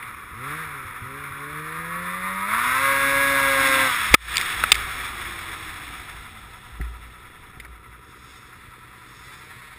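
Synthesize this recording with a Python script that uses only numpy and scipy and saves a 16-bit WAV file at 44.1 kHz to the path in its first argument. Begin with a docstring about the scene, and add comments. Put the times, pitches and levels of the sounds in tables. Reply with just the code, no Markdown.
"""A two-stroke twin snowmobile, heard from a camera in a closed case worn by the rider.
It blips, pulls up to full throttle through deep snow, then coasts down to a loping idle.
Firings sound the pipe and rattle the cowling; track lugs drum, powder hisses, a far sled revs.
Snow clods tick on the case and bumps set the mount humming; one hard knock overloads the
microphone and ducks its gain."""
import sys
import numpy as np
from scipy import signal
from scipy.fft import rfft, irfft, next_fast_len
from scipy.io import wavfile
from scipy.ndimage import uniform_filter1d

SR = 44100
rng = np.random.default_rng(int(sys.argv[2]) if len(sys.argv) > 2 else 0)


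def waveform_to_disk(signal):
    """Save audio, clipped to [-1, 1], as 16-bit WAV at the path in sys.argv[1]."""
    frames = np.transpose(np.atleast_2d(signal))
    scaled = np.clip(frames, -1, 1) * 32767
    samples = np.round(scaled).astype(np.int16)
    wavfile.write(sys.argv[1], SR, samples)


N = 431298


def from_db(db):
    """Decibels to gain."""
    return 10 ** (np.asarray(db) / 20)


def unit_rms(x):
    """Scale to unit power."""
    return x / np.sqrt(np.mean(x ** 2) + 1e-20)


def levelled(x):
    """Hold unit power over 0.25 s."""
    return x / np.sqrt(uniform_filter1d(x ** 2, size=SR // 4) + 1e-12)


def curve(rows):
    """(t/s, value) rows at every sample."""
    return np.interp(np.arange(N) / SR, *np.transpose(rows))


def gain_at(spectrum, hz):
    """Gain from (f/Hz, level/dB) rows; -60 dB/oct beyond the ends."""
    f, db = np.transpose(spectrum)
    octave = np.log2(np.maximum(hz, 1))
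    outside = np.abs(octave - np.clip(octave, np.log2(f[0]), np.log2(f[-1])))
    return from_db(np.interp(octave, np.log2(f), db) - 60 * outside)


def coloured(x, spectrum):
    """Filter by a spectrum; unit power."""
    size = next_fast_len(N + 4096)
    gain = gain_at(spectrum, np.fft.rfftfreq(size, 1 / SR))
    return unit_rms(irfft(rfft(x, size) * gain, size)[:N])


def drift(hz):
    """Slow noise below hz; unit power."""
    hop, settle = 40, 2000
    r = np.exp(-2 * np.pi * hz * hop / SR)
    slow = signal.lfilter([1], [1, -2 * r, r * r], rng.standard_normal(N // hop + settle + 2))[settle:]
    return np.interp(np.arange(N) / hop, np.arange(len(slow)), unit_rms(slow))


def smooth(x, lag_s):
    """One-pole lag."""
    r = np.exp(-1 / (lag_s * SR))
    return signal.lfilter([1 - r], [1, -r], x + 1e-18)


def resonance(x, hz, width_hz):
    """Two-pole band-pass, unit peak gain."""
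    r = np.exp(-np.pi * width_hz / SR)
    feedback = [1, -2 * r * np.cos(2 * np.pi * hz / SR), r * r]
    return signal.lfilter(np.array([1, 0, -1]) * (1 - r * r) / 2, feedback, x)


def partial(turns, order, flutter_db, wander_rad):
    """One order, unsteady in level and phase."""
    gain = np.sqrt(2) * from_db(flutter_db * drift(8.7))
    return gain * np.sin(2 * np.pi * (order * turns + rng.random()) + wander_rad * drift(27))


def buzz(cycles, orders, spectrum, flutter_db, jitter_cycles, groups):
    """One rattle per cycle from interpolated (order, level/dB) rows; orders waver in groups."""
    size = 4096
    multiples, level_db = np.transpose(orders)
    k, out = np.arange(size // 2 + 1), 0
    gains = from_db(np.interp(k, multiples, level_db, left=-200, right=-200))
    lines = gains * np.exp(2j * np.pi * rng.random(len(k)))
    for group in range(groups):
        one_cycle = irfft(lines * (k % groups == group))
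        phase = (cycles + jitter_cycles * drift(33)) % 1
        wave = np.interp(phase * size, np.arange(size), one_cycle)
        out = out + from_db(flutter_db * drift(19.5)) * wave
    return levelled(coloured(out, spectrum))


def follows(law_db, state):
    """Gain whose dB are linear in each row of engine_state or track_state."""
    return from_db(np.dot(law_db, state))


# far engine: t/s, firing rate/Hz, level/dB
FAR_RUN = [(7.9, 107, -75), (8.25, 120, -53.5), (8.55, 128, -52), (8.9, 130, -52.5), (9.15, 120, -50),
           (9.3, 143, -46.5), (9.53, 157, -46), (9.78, 153, -47)]
# its revs: t/s, level/dB
FAR_REVS = [(8.3, -53.5), (9.28, -51.5)]
# its note and rasp spectra: f/Hz, level/dB
FAR_NOTE = [(430, -16), (800, -13), (1050, -1), (1400, -7), (1900, 3.5), (2500, -3.5), (3100, -15),
            (3500, -5), (4400, -14.5), (5400, -18.5)]
FAR_RASP = [(1900, -10), (2500, 2), (3100, -10), (3500, 8), (4300, -13), (5100, -1), (5500, 2), (5900, -29)]

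def far_sled(swell_s=0.27):
    """A second engine, thin with distance, rasping at each rev."""
    times, firing_hz, level_db = np.transpose(FAR_RUN)
    t = np.arange(N) / SR
    cycles = np.cumsum(np.interp(t, times, firing_hz)) / SR
    revs = sum(from_db(db) / np.cosh(2 * (t - s) / swell_s) for s, db in FAR_REVS)
    orders = [(3, 0), (52, 0)]
    note = buzz(cycles, orders, FAR_NOTE, flutter_db=3.5, jitter_cycles=0.006, groups=5)
    rasp = buzz(cycles, orders, FAR_RASP, flutter_db=4, jitter_cycles=0.007, groups=5)
    return from_db(np.interp(t, times, level_db)) * note + revs * rasp


# chassis jolts: t/s, level/dB, tilt/(dB/oct)
JOLTS = [(0.141, -45, -13), (2.08, -54, -4), (3.168, -40, -6), (4.107, -18, -8), (4.129, -20, -14),
         (4.56, -34, 0), (4.721, -27, 6.5), (4.871, -36, 2), (5.25, -36, -7), (6.14, -37, 3.5),
         (6.722, -36, -16), (6.797, -21, 3.5), (7.565, -39, 5.5), (7.685, -38, 2), (7.88, -44, -4)]
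# camera mount modes: f/Hz, level/dB, t60/s
MOUNT_MODES = [(57.3, 0.5, 0.62), (149, -2, 0.053), (284, -13.5, 0.056), (389, -20, 0.085),
               (755, -22.5, 0.045)]

def bumps(attack_s=0.0069):
    """Jolts ring the mount low; hard ones wake its upper modes."""
    out, t = np.zeros(N), np.arange(SR) / SR
    rings = [from_db(db - 60 * t / t60) * np.sin(2 * np.pi * hz * t) for hz, db, t60 in MOUNT_MODES]
    octaves = np.log2(np.array(MOUNT_MODES)[:, 0] / MOUNT_MODES[0][0])
    attack = 1 - np.exp(-t / attack_s)
    for s, db, tilt in JOLTS:
        start = round(s * SR)
        out[start:start + len(t)] += attack * np.dot(from_db(db + tilt * octaves), rings)
    return out


# air buffet spectrum: f/Hz, level/dB
AIR_BUFFET = [(12, 6), (30, 5), (55, -26), (90, 9), (180, -27), (400, -64)]

def shake(running):
    """Snow and air shake the camera; the mount hums in its lowest mode."""
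    air = coloured(rng.standard_normal(N), AIR_BUFFET)
    hum = unit_rms(resonance(rng.standard_normal(N), MOUNT_MODES[0][0], width_hz=4.8))
    return follows((-52, 4.5), running) * (from_db(-0.5) * air + hum)


# knocks and snow clods: t/s, peak/dB, t60/s, tilt/(dB/oct)
CASE_HITS = [(0.026, -26.5, 0.056, -7), (4.1406, 43.5, 0.014, 1.5), (4.357, -12.5, 0.0088, 10),
             (4.3695, -3, 0.0059, 23), (4.38, -7, 0.011, 8), (4.401, -14.5, 0.0054, -29),
             (4.412, -11, .012, 9), (4.6376, -2, 0.014, -9.5), (4.7185, 22.5, 0.0061, 4),
             (4.7244, 0.5, 0.015, 7), (4.743, -13, 0.04, 12), (4.7535, -7, 0.011, 5),
             (6.812, -25.5, 0.051, -17), (7.599, -26.5, 0.04, -1), (7.649, -30, 0.04, -19)]
# case modes: f/Hz, width/Hz, level/dB
CASE_MODES = [(790, 1200, -31.5), (1274, 98, -1), (1856, 590, 5.5), (2300, 610, 6.5), (3594, 230, -1),
              (4840, 320, -9)]

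def knocks():
    """Each contact is a short crunch that rings the plastic case; heavy ones thud as well."""
    out, t = np.zeros(N), np.arange(SR // 10) / SR
    pivot_hz = CASE_MODES[2][0]
    for s, peak_db, t60, tilt in CASE_HITS:
        crunch = rng.standard_normal(len(t)) * from_db(-60 * t / t60)
        ring = sum((-1) ** k * from_db(db + tilt * np.log2(hz / pivot_hz)) * resonance(crunch, hz, width)
                   for k, (hz, width, db) in enumerate(CASE_MODES))
        thud = from_db(-16 + 0.27 * peak_db) * resonance(crunch, hz=317, width_hz=260)
        hit = ring + thud
        start = round(s * SR)
        out[start:start + len(t)] += from_db(peak_db) * hit / np.abs(hit).max()
    return out


# track speed: t/s, lug rate/Hz
LUG_RATE = [(0, 45), (2.1, 70), (2.5, 105), (3, 200), (3.3, 275), (3.9, 330), (4.7, 445), (5.05, 390),
            (6, 302), (6.35, 235), (6.8, 205), (7.5, 170), (8, 45)]

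def track_state(cruise_hz=300):
    """Lug rate, and the rows a track law weights: 1, octaves above cruise."""
    lug_hz = curve(LUG_RATE)
    return lug_hz, np.array([np.ones(N), np.log2(lug_hz / cruise_hz)])


# snow swish spectrum: f/Hz, level/dB
LUG_SWISH = [(450, -6), (750, 14), (950, 9.5)]

def track(lug_hz, running, throttle, dig_db=18):
    """Lugs drum over the drive wheels and swish through snow, biting harder with throttle."""
    drumming = partial(np.cumsum(lug_hz) / SR, order=0.94, flutter_db=4.5, wander_rad=0.26)
    swish = coloured(rng.standard_normal(N), LUG_SWISH)
    gain = follows((-58.5, 11.5), running) * from_db(dig_db * throttle)
    return gain * (from_db(-3) * drumming + from_db(3.5) * swish)


# powder past the skis and over the hood: t/s, level/dB
POWDER_SPRAY = [(2.4, -77), (3.7, -28), (4.5, -33), (4.72, -41), (4.95, -84)]
# hiss spectrum: f/Hz, level/dB
HISS_SPECTRUM = [(1710, -0.5), (2900, -4), (3150, -10), (3360, 2.5), (3600, 0.5), (4480, -16),
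                 (5030, -12.5), (5470, -7.5), (5800, -26.5), (7540, -44), (12800, -120)]

def hiss(rattle, engine, running):
    """Engine hiss, rushing snow and spray add in power."""
    snow = np.hypot(follows((-44, 16.5), running), from_db(curve(POWDER_SPRAY)))
    gain = np.hypot(follows((-49.5, 8.5, -1.5, 15, -2.5), engine), snow)
    return gain * coloured(rattle, HISS_SPECTRUM)


# pops around the blips: t/s, level/dB, f/Hz
EXHAUST_POPS = [(0.329, -31, 93.5), (0.662, -36, 86), (0.851, -33, 93.5), (1.02, -29, 105),
                (1.062, -45, 110), (1.209, -42, 85), (1.308, -35, 95)]

def pops(decay_s=0.017):
    """Late burns thump in the muffler."""
    out, t = np.zeros(N), np.arange(SR // 4) / SR
    for s, db, hz in EXHAUST_POPS:
        start = round(s * SR)
        out[start:start + len(t)] += from_db(db) * np.sin(2 * np.pi * hz * t) * np.exp(-t / decay_s)
    return out


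# growl under load: t/s, level/dB
INTAKE_GROWL = [(1.3, -45), (1.9, -37.5), (2.42, -29.5), (2.56, -28.5), (2.85, -24), (3.05, -36),
                (3.45, -30)]
# airbox spectrum: f/Hz, level/dB
AIRBOX_SPECTRUM = [(850, -32), (960, -3), (1100, 4), (1280, 3), (1450, -21), (2000, -5.5), (2330, -11.5),
                   (2600, -17)]

def intake(turns, burning):
    """Gulps of air ring the airbox while fuel burns."""
    orders = [(6, 0), (32, 0)]
    growl = buzz(turns, orders, AIRBOX_SPECTRUM, flutter_db=4, jitter_cycles=0.00067, groups=3)
    return burning * from_db(curve(INTAKE_GROWL)) * growl


# successive firings of one idle lope: level/dB
LOPE = [-3, 3, 2, 3.5, -4, 2.5]

def firings(turns, idle):
    """Two clicks per turn; strong and weak ones at idle."""
    number = np.floor(2 * turns).astype(int)
    lope_db = np.array(LOPE)[number % len(LOPE)]
    return np.diff(number, prepend=0) * from_db(idle * lope_db)


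def piston_slap(lopes, idle, level_db=-59.5, hz=1291, width_hz=160):
    """A short piston knock marks each idle lope."""
    strikes = np.diff(np.floor(lopes), prepend=0)
    bursts = smooth(strikes, lag_s=0.028) * rng.standard_normal(N)
    knock = resonance(bursts, hz, width_hz)
    return from_db(level_db) * idle * levelled(resonance(knock, hz, 2 * width_hz))


# gas puff spectrum: f/Hz, level/dB
PUFF_SPECTRUM = [(24, -44.5), (40, -0.5), (113, -4), (187, -11), (206, -12.5), (233, -9), (272, -12),
                 (299, -9.5), (341, -10.5), (471, -12.5), (700, -30), (910, -68), (1540, -120)]

def puffs(clicks, engine, running):
    """Ragged gas puffs leave the muffler; tunnel rumble adds to them with track speed."""
    gas = levelled(smooth(clicks, lag_s=0.012)) * rng.standard_normal(N)
    gain = np.hypot(follows((-50, 2.5, -3, 5.5, 5.5), engine), follows((-53.5, 16), running))
    return gain * coloured(0.5 * levelled(clicks) + 1.33 * gas, PUFF_SPECTRUM)


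def firing_rattle(clicks, idle):
    """Noise that swells at each firing."""
    bursts = (1 - 0.24 * idle) * levelled(smooth(clicks, lag_s=0.029))
    flutter = from_db(0.97 * drift(21.6))
    return levelled((2.6 + bursts) * flutter * rng.standard_normal(N))


# clatter spectra by engine speed: f/Hz, level/dB
CLATTER_IDLE = [(380, -57), (650, -33), (751, 3), (855, -24.5), (890, -8.5), (962, 7.5), (1130, -0.5),
                (1330, 12), (1450, 2.5), (1600, -3), (2030, 2), (2120, 1), (2760, -13), (2980, -72),
                (3100, -48.5), (4030, -84), (6820, -120)]
CLATTER_LOADED = [(380, -20), (650, -17), (698, -25), (760, -4.5), (844, -27), (919, -2.5), (988, -2),
                  (1130, 3), (1310, 6), (1570, -2), (1740, -1.5), (2360, -1), (2670, -20.5), (3100, -63),
                  (4030, -53), (6820, -120)]
CLATTER_RACING = [(380, -51), (650, -9.5), (791, -35), (861, -36), (943, 4), (1260, 1.5), (1450, 6),
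                  (1610, -3), (2280, -2.5), (2830, -21), (3100, -34.5), (4030, -59), (6820, -120)]

def clatter(rattle, lopes, idle, racing, throttle, engine, running):
    """Pistons, clutch and chain under the cowling: chugging at idle, flaring as the throttle opens."""
    chug = from_db(7 * np.cos(2 * np.pi * lopes))
    blend = [(idle * chug, CLATTER_IDLE), (racing, CLATTER_RACING), (1 - idle - racing, CLATTER_LOADED)]
    body = sum(np.sqrt(np.maximum(share, 0)) * coloured(rattle, spectrum) for share, spectrum in blend)
    gain = np.hypot(follows((-37, 12, -4, 2, -2), engine), follows((-44.5, 14.5), running))
    flare_db = 25 * np.maximum(throttle - smooth(throttle, lag_s=0.13), 0)
    return gain * from_db(flare_db) * levelled(body)


# high firing harmonics: f/Hz, level/dB
SCREAM_SPECTRUM = [(1900, -10), (2200, 7.5), (2480, -16), (2760, -6), (3050, -26.5), (3600, 7), (4400, -12),
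                   (5400, -22)]

def scream(turns, engine):
    """On the pipe the firings sharpen and their high harmonics ring clear."""
    orders = [(7, 0), (20, 0)]
    harmonics = buzz(2 * turns, orders, SCREAM_SPECTRUM, flutter_db=2, jitter_cycles=0.0015, groups=3)
    return follows((-54.5, 10.5, -0.5, 11, 4), engine) * harmonics


# howl: crank order, level/dB
HOWL_ORDERS = [(6, -16), (7, -16), (8, -6), (9, -11.5), (10, -8), (11, -4), (12, 4.5), (13, -10.5),
               (14, -3.5), (15, 0.5), (16, 1), (17, 2), (18, 0), (19, -3.5), (20, 9), (21, -8), (22, 6),
               (30, -12.5), (42, -2.5), (60, -7)]
# cowling response: f/Hz, level/dB
COWLING = [(650, -43), (870, -28), (980, 1), (1300, 8.5), (1480, 0), (1630, 2), (1800, 3), (2200, -1.5),
           (2750, -17.5), (3100, -44), (3550, -10), (4400, -16), (5400, -17)]

def howl(turns, engine):
    """Upper crank orders sound through the cowling."""
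    tone = buzz(turns, HOWL_ORDERS, COWLING, flutter_db=1.6, jitter_cycles=0.0012, groups=5)
    return follows((-42, 13, 1, 5.5, 3), engine) * tone


# weaker exhaust partials: crank order, level/dB
WEAK_ORDERS = [(1, -9.5), (3, -15.5), (5, -23.5), (6, -7), (8, -13)]
# pipe and muffler responses: f/Hz, level/dB
PIPE_RESPONSE = [(40, -13), (110, -3.5), (152, -2.5), (195, -0.5), (250, -9.5), (280, -5.5), (400, -0.5),
                 (520, 2), (650, -5.5), (820, -6.5), (1100, -35)]
MUFFLER_RESPONSE = [(110, -1), (250, -1), (295, 1.5), (370, -7), (480, -7.5), (560, 7)]

def exhaust(crank_hz, turns, engine):
    """Two firings per turn give the even orders; unequal cylinders add the odd ones."""
    note = gain_at(PIPE_RESPONSE, 2 * crank_hz) * partial(turns, 2, flutter_db=1.5, wander_rad=0.077)
    octave = gain_at(MUFFLER_RESPONSE, 4 * crank_hz) * partial(turns, 4, flutter_db=1.5, wander_rad=0.08)
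    weak = sum(from_db(db) * gain_at(PIPE_RESPONSE, k * crank_hz)
               * partial(turns, k, flutter_db=1.5, wander_rad=0.12) for k, db in WEAK_ORDERS)
    return (follows((-49, 2, 8, 10.5, 0.5), engine) * note
            + follows((-61, -2.5, 11.5, 7.5, 16.5), engine) * octave
            + follows((-51.5, 4.5, 8.5, 3, 1.5), engine) * weak)


# two blips, climb, full throttle, coast to idle: t/s, firing rate/Hz
FIRING_RATE = [(0, 121), (.3, 97), (.5, 146), (.61, 163), (.78, 134), (1, 122), (1.2, 143), (1.32, 137.5),
               (2, 175), (2.44, 194.5), (2.62, 243), (2.84, 273), (3.3, 277), (3.65, 269), (3.85, 266),
               (4.1, 197), (4.3, 165), (4.55, 159), (5, 130), (5.35, 106), (5.85, 85), (6.42, 60),
               (9.78, 61.5)]
# throttle squeezes: open/s, shut/s, first opening (0-1), last opening (0-1)
SQUEEZES = [(0.3, 0.558, 0, 0.54), (0.985, 1.173, 0.04, 0), (1.322, 2.51, 0.03, 0.09),
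            (2.475, 3.876, 0.47, 0.85)]

def engine_state(cruise_hz=135, throttle_lag_s=0.043, pipe_lag_s=0.079, on_pipe_hz=(233, 272)):
    """Firing rate, and the rows an engine law weights: 1, octaves above cruise, burn, throttle, pipe."""
    firing_hz, t = curve(FIRING_RATE), np.arange(N) / SR
    thumb = sum(np.interp(t, [opens, shuts], [first, last], left=0, right=0)
                for opens, shuts, first, last in SQUEEZES)
    burning = smooth(1.0 * (thumb != 0), throttle_lag_s)
    burning = np.maximum(burning, smooth(burning, lag_s=0.15))  # runs on with crankcase fuel
    throttle = smooth(np.clip(thumb, 0, 1), throttle_lag_s)
    on_pipe = throttle * smooth(np.interp(firing_hz, on_pipe_hz, [0, 1]), pipe_lag_s)  # pipe resonates
    return firing_hz, np.array([np.ones(N), np.log2(firing_hz / cruise_hz), burning, throttle, on_pipe])


def scene():
    """Crank speed and throttle drive the engine; track speed drives the running noise."""
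    firing_hz, engine = engine_state()
    burning, throttle = engine[2:4]
    lug_hz, running = track_state()
    crank_hz = uniform_filter1d(firing_hz, size=SR // 20) / 2 * (1 + 0.00083 * drift(8.7))
    turns = np.cumsum(crank_hz) / SR
    lopes = 2 * turns / len(LOPE)
    idle = np.interp(firing_hz, [64, 90], [1, 0])
    racing = np.interp(firing_hz, [195, 255], [0, 1])
    clicks = firings(turns, idle)
    rattle = firing_rattle(clicks, idle)
    mix = far_sled() + bumps() + shake(running) + knocks()
    mix += track(lug_hz, running, throttle) + hiss(rattle, engine, running)
    mix += pops() + intake(turns, burning) + piston_slap(lopes, idle) + puffs(clicks, engine, running)
    mix += clatter(rattle, lopes, idle, racing, throttle, engine, running)
    mix += scream(turns, engine) + howl(turns, engine) + exhaust(crank_hz, turns, engine)
    return mix[None]


def gain_control(x, threshold_db=15, release_db_per_s=152, attack_s=0.0047):
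    """Loud peaks pull the gain down; it climbs back steadily."""
    over_db = np.maximum(20 * np.log10(np.abs(x) + 1e-9) - threshold_db, 0)
    ramp_db = release_db_per_s * np.arange(N) / SR
    duck_db = np.maximum.accumulate(over_db + ramp_db) - ramp_db
    return x * from_db(-smooth(duck_db, attack_s))


def record(dry):
    """Gain control, overload, and a slow converter whose held steps mirror the sound into gritty treble."""
    converter_hz, cutoff_hz, hold = 12000, 15200, 4
    clipped = np.clip(gain_control(dry[0]), -1, 1)
    steps = np.repeat(signal.resample_poly(clipped, converter_hz, SR, window=("kaiser", 3)), hold)
    gritty = signal.resample_poly(steps, SR, hold * converter_hz)[:N]
    lowpass = signal.ellip(10, 0.1, 80, cutoff_hz, fs=SR, output="sos")
    return signal.sosfilt(lowpass, gritty)[None]


dry = scene()
out = record(dry)
waveform_to_disk(out)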